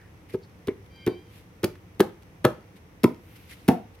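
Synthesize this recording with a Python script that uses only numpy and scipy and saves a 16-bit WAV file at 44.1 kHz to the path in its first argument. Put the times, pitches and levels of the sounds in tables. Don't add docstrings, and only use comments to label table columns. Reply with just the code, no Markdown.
import sys
import numpy as np
from scipy import signal
from scipy.fft import rfft, irfft
from scipy.io import wavfile
from scipy.ndimage import uniform_filter1d

SR = 44100
rng = np.random.default_rng(int(sys.argv[2]) if len(sys.argv) > 2 else 0)


def int16_out(signal):
    q = np.round(np.clip(np.atleast_2d(signal).T, -1, 1) * 32767)
    wavfile.write(sys.argv[1], SR, q.astype(np.int16))


N = 176400
KNOCK_N = SR // 2
TIME, HZ = np.arange(N) / SR, np.maximum(np.arange(N // 2 + 1) * SR / N, 1)
AGE, KNOCK_HZ = np.arange(KNOCK_N) / SR, np.maximum(np.arange(KNOCK_N // 2 + 1) * SR / KNOCK_N, 1)

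# frequency in Hz, relative density in dB.
HUSH_SPECTRUM = [(15, -62), (25, -43.5), (38, -16), (102, -2), (130, -13), (166, -6), (242, -17.5),
                 (301, -12.5), (394, -21), (489, -15.5), (591, -25), (863, -23.5), (1610, -30), (2000, -27),
                 (4490, -41.5), (6050, -38), (6920, -46.5), (12500, -43.5), (16000, -48.5)]
# frequency in Hz, coherence from 0 to 1.
HUSH_COHERENCE = [(60, 1), (150, 0.93), (380, 0.89), (950, 0), (2380, 0.031), (5980, 0), (15000, -0.0)]
# middle in seconds, half length in seconds, centre in Hz,
# width as a share of the centre, level in dB.
SKIN_SCUFFS = [(0.02, 0.054, 1750, 0.15, -61), (0.298, 0.0045, 2000, 0.15, -56),
               (0.324, .012, 2160, 0.17, -56), (0.44, 0.011, 4440, 0.14, -62),
               (1.756, 0.0022, 1590, 0.51, -53), (3.35, .09, 13000, 0.17, -67.5),
               (3.373, 0.082, 2340, 0.3, -64), (3.524, 0.0098, 2060, 0.12, -50.5)]
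# middle in seconds, half length in seconds, level in dB.
CLOTH_BRUSHES = [(0.301, 0.0072, -53), (0.339, 0.013, -54.5), (0.863, .003, -61), (1.364, .045, -57),
                 (2.225, .003, -57.5), (2.771, 0.01, -58), (3.375, 0.11, -62.5), (3.365, 0.0056, -56),
                 (3.519, 0.017, -49), (3.604, 0.093, -60.5), (3.951, 0.0055, -59.5)]
# frequency in Hz, relative density in dB.
CLOTH_SPECTRUM = [(500, -8), (1300, -2), (2200, 5.5), (3200, 2.5), (5000, -3.5), (7000, -10), (11000, -4),
                  (14000, -6), (16000, -21)]
# touch of the edge in seconds, landing in seconds; grit, crunch, clack,
# chip and stone ring, each in dB; hollow pitch in Hz, hollow at touch in dB, hollow at landing in dB;
# thud in Hz, thud in dB, bass in dB, rattle in Hz, rattle in dB, echo gain in dB.
SLAB_KNOCKS = [ (0.3368, 0.3439, -53, -39.5, -37, -52.5, -39.5, 397.5, -21, -17.5, 270, -24, -34.5, 870, -43, -8),
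               (0.6717, 0.683, -38.5, -35.5, -25.5, -49.5, -45, 392, -27, -15.5, 259, -19.5, -28.5, 2130, -39, -2.5),
               (1.0639, 1.0744, -34, -27.5, -23, -38.5, -31.5, 365, -15.5, -12, 214.5, -17.5, -23, 680, -36.5, 0.5),
               (1.6312, 1.6418, -34.5, -25.5, -22.5, -21.5, -34, 360, -17, -14, 214, -19, -23.5, 500, -25.5, -2),
               (1.9949, 2.0035, -36, -22, -9.5, -21.5, -21, 373, -12, -5.5, 185, -13.5, -31, 1610, -31.5, -2),
               (2.4428, 2.4504, -35, -14.5, -12.5, -22.5, -14.5, 372, -12.5, -18, 209, -13, -14.5, 1250, -27, -1.5),
               (3.033, 3.041, -28.5, -28.5, -8.5, -23, -25, 367, -15.5, -6, 217, -6.5, -14.5, 966, -26.5, -1.5),
               (3.6795, 3.6861, -26.5, -18.5, -25, -24.5, -21, 304, -9, -11.5, 223, -1, -44, 736, -17.5, 2.5)]
# frequency in Hz, relative density in dB.
GRIT_SPECTRUM = [(800, -15), (2500, -1), (4500, -1.5), (7000, -10), (9000, -8.5), (10800, -2.5),
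                 (13000, -4), (16000, -10.5)]
STONE_SPECTRUM = [(300, 13.5), (700, 2), (1100, 1), (1900, 1), (2700, -4.5), (4000, -12), (5500, -38),
                  (8000, -32), (16000, -38.5)]
# frequency in Hz, relative level in dB, time to fall 60 dB in seconds.
SLAB_MODES = [(334, 2.5, .06), (453.3, 3, 0.079), (495.3, -0.5, 0.099), (626, -4, 0.086), (712, -23, 0.026),
              (980, -0.5, 0.018), (1296, -7.5, 0.062), (1703, 0, 0.012), (2680, -23, 0.016),
              (3880, -48, 0.0092)]
# frequency in Hz, left minus right in dB.
DIRECT_BALANCE = [(300, -0.5), (1000, 2.7), (2000, 3.7), (4000, -5), (8000, 2), (13000, 1)]
# frequency in Hz, lead of the left side in radians.
DIRECT_PHASE = [(60, .05), (250, 0.1), (500, 0.23), (1000, 0.54), (2000, 1.04), (4000, 1.1), (8000, 1.47),
                (14000, 1.75)]
# band in Hz, relative level in dB, time to fall 60 dB in seconds.
ECHO_BANDS = [(80, -10.5, 0.38), (178, -10, 0.26), (383, -10.5, 0.28), (810, -4, 0.26), (1470, -11, 0.31),
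              (3060, -12.5, 0.33), (6100, -9, 0.22), (12000, -12.5, 0.23)]
# time in seconds, fundamental in Hz, level in dB.
CALL_CONTOUR = [(0.89, 782, -88), (0.94, 790, -58), (1.031, 785, -55), (1.14, 770, -53.5),
                (1.21, 800, -65.5), (1.34, 766, -77)]
# harmonic number, relative level in dB.
CALL_HARMONICS = [(2, -11), (3, -1.5), (4, -0.5), (5, -14), (6, -7), (7, -20)]

ATTACK_S = 0.00071


def from_db(db):
    return 10 ** (np.asarray(db) / 20)


def rms_one(x):
    return x / np.sqrt(np.mean(x ** 2) + 1e-20)


def at_hz(points, hz):
    points = np.array(points)
    return np.interp(np.log(hz), np.log(points[:, 0]), points[:, 1])


def resonance(hz, centre_hz, width):
    return 1 / (1 + ((hz / centre_hz - centre_hz / hz) / (2 * width)) ** 2)


def swell(middle_s, half_s):
    return np.exp(-.5 * np.minimum(((TIME - middle_s) / half_s) ** 2, 100))


def outdoor_hush(level_db=-50.5):
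    mid, side = rfft(rng.standard_normal((2, N)))
    coherence = np.clip(at_hz(HUSH_COHERENCE, HZ), 0, 1)
    field = np.sqrt(1 + coherence) * mid + np.sqrt(1 - coherence) * side * [[1], [-1]]
    return from_db(level_db) * rms_one(irfft(from_db(at_hz(HUSH_SPECTRUM, HZ)) * field, N))


def friction(colour, spread_db=3.5):
    size = 2 * (len(colour) - 1)
    grain_db = spread_db * np.clip(rng.standard_normal(size // 16 + 1), -2, 2)
    clicks = rng.standard_normal(size) * from_db(np.repeat(grain_db, 16)[:size])
    return rms_one(irfft(rfft(clicks) * colour))


def rustle():
    scuffs = sum(from_db(db) * swell(middle_s, half_s) * friction(resonance(HZ, hz, width))
                 for middle_s, half_s, hz, width, db in SKIN_SCUFFS)
    brushing = sum(from_db(db) * swell(middle_s, half_s) for middle_s, half_s, db in CLOTH_BRUSHES)
    cloth = np.array([friction(from_db(at_hz(CLOTH_SPECTRUM, HZ))) for _ in range(2)])
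    return scuffs + brushing * cloth


def impact(colour, start_s, decay_s, rise_s=ATTACK_S, uneven=0.63):
    t = AGE - start_s
    envelope = np.clip(t / rise_s, 0, 1) * np.exp(-np.clip((t - rise_s) / decay_s, 0, 20))
    spectrum = rfft(envelope * friction(np.ones(len(colour)), spread_db=6.5))
    spectrum *= (np.abs(spectrum) + 1e-9) ** (uneven - 1)
    contacts = irfft(colour * spectrum) * envelope ** 0.25
    return rms_one(contacts) * np.sqrt(np.mean(envelope ** 2))


def boom(start_s, hz, swell_s):
    t = np.maximum(AGE - start_s, 0)
    return (t / swell_s) ** 2 * np.exp(2 - 2 * t / swell_s) * np.sin(2 * np.pi * hz * t)


def stone_ring(start_s, scatter_db=1.5):
    t = np.maximum(AGE - start_s, 0)
    scatter = scatter_db * rng.standard_normal(len(SLAB_MODES))
    return sum((-1) ** k * from_db(db + scatter[k] - 60 * t / t60) * np.sin(2 * np.pi * hz * t)
               for k, (hz, db, t60) in enumerate(SLAB_MODES))


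def rocking_slab(low_cut_hz=79):
    direct, echoes = np.zeros(N + KNOCK_N), np.zeros((2, N + KNOCK_N))
    stone, grit = from_db(at_hz(STONE_SPECTRUM, KNOCK_HZ)), from_db(at_hz(GRIT_SPECTRUM, KNOCK_HZ))
    for (touch_s, land_s, grit_db, crunch_db, clack_db, chip_db, ring_db, hollow_hz, touch_db, land_db,
         thud_hz, thud_db, bass_db, rattle_hz, rattle_db, echo_db) in SLAB_KNOCKS:
        settle_s = land_s - touch_s
        rattle = resonance(KNOCK_HZ, rattle_hz, width=0.099)
        touch = (from_db(grit_db) * impact(grit, 0, decay_s=0.0037)
                 + from_db(crunch_db) * impact(stone, 0, decay_s=0.0078, rise_s=settle_s)
                 + from_db(touch_db) * boom(start_s=0.001885, hz=hollow_hz, swell_s=0.0045)
                 + from_db(bass_db) * boom(start_s=0.001885, hz=113.6, swell_s=0.0084))
        landing = (from_db(clack_db) * impact(stone, settle_s, decay_s=0.002)
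                   + from_db(chip_db) * impact(grit, settle_s, decay_s=0.0039)
                   + from_db(rattle_db) * impact(rattle, settle_s, decay_s=0.013)
                   + from_db(ring_db) * stone_ring(settle_s)
                   + from_db(land_db) * boom(settle_s + 0.00294, hollow_hz, swell_s=0.0049)
                   + from_db(thud_db) * boom(settle_s, thud_hz, swell_s=0.0034))
        knock = touch + landing
        span = slice(int(touch_s * SR), int(touch_s * SR) + KNOCK_N)
        direct[span] += knock
        echoes[:, span] += from_db(echo_db) * (scattered_echoes(knock) + wall_slap(knock))
    low_cut = signal.butter(2, low_cut_hz, "high", fs=SR, output="sos")
    return signal.sosfilt(low_cut, from_below(direct[:N]) + echoes[:, :N])


def from_below(x):
    left = from_db(at_hz(DIRECT_BALANCE, HZ) / 2) * np.exp(.5j * at_hz(DIRECT_PHASE, HZ))
    return irfft(rfft(x) * np.array([left, 1 / left]), N)


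def scattered_echoes(knock, delay_s=0.0013, build_s=0.0018, wide_above_hz=640):
    t = np.maximum(AGE - delay_s, 0)
    width = KNOCK_HZ / (KNOCK_HZ + wide_above_hz)
    mid, side = rfft(rng.standard_normal((2, KNOCK_N)))
    field = (mid + side * width * [[1], [-1]]) / np.sqrt(1 + width ** 2)
    log_centres = np.log([row[0] for row in ECHO_BANDS])
    response = 0
    for share, (_, db, t60) in zip(np.eye(len(ECHO_BANDS)), ECHO_BANDS):
        envelope = (1 - np.exp(-t / build_s)) * from_db(-60 * t / t60)
        band = irfft(field * np.interp(np.log(KNOCK_HZ), log_centres, share))
        response += from_db(db) * band * envelope / np.sqrt(np.sum(envelope ** 2))
    return signal.fftconvolve(knock[None], response, axes=1)[:, :KNOCK_N]


def wall_slap(knock, delay_s=0.016, gain_db=-16.5, cutoff_hz=1500):
    delayed = rfft(knock) * np.exp(-2j * np.pi * KNOCK_HZ * delay_s)
    return from_db(gain_db) * irfft(delayed / (1 + 1j * KNOCK_HZ / cutoff_hz))


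def loose_grit(calm_per_s=8.1, stirred_per_s=140, settle_s=0.045):
    land_s, clack_db = np.array(SLAB_KNOCKS)[:, [1, 4]].T
    stirred = sum(from_db(db - clack_db.max()) * (TIME > s) * np.exp(-np.clip((TIME - s) / settle_s, 0, 20))
                  for s, db in zip(land_s, clack_db))
    ticking = rng.random(N) < (calm_per_s + stirred_per_s * stirred) / SR
    tick_db = -59 + 16 * np.sqrt(stirred) + 4 * np.clip(rng.standard_normal(N), -2, 2)
    tick = impact(from_db(at_hz(GRIT_SPECTRUM, KNOCK_HZ)), 0, decay_s=ATTACK_S)
    return from_below(signal.fftconvolve(ticking * from_db(tick_db), tick)[:N])


def far_call(waver=0.012, fade_db=2, chirp_hz=2145, chirp_db=-57):
    times, hz, db = np.transpose(CALL_CONTOUR)
    wobble = rms_one(uniform_filter1d(rng.standard_normal(N), size=50))
    pitch_hz = np.interp(TIME, times, hz) * (1 + waver * wobble)
    phase = 2 * np.pi * np.cumsum(pitch_hz) / SR
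    note = 0
    for harmonic, level_db in CALL_HARMONICS:
        fading = rms_one(uniform_filter1d(uniform_filter1d(rng.standard_normal(N), size=900), size=500))
        note += from_db(level_db + fade_db * fading) * np.sin(harmonic * phase)
    chirp = from_db(chirp_db) * swell(middle_s=1.02, half_s=0.031) * np.sin(2 * np.pi * chirp_hz * TIME)
    return np.interp(TIME, times, from_db(db), left=0, right=0) * note + chirp


def scene():
    return rocking_slab() + rustle() + far_call() + outdoor_hush() + loose_grit()


def record(dry, stopband_hz=16700):
    rounded = dry / (1 + dry ** 8) ** (1 / 8)
    return signal.sosfilt(signal.cheby2(16, 70, stopband_hz, fs=SR, output="sos"), rounded)


dry = scene()
out = record(dry)
int16_out(out)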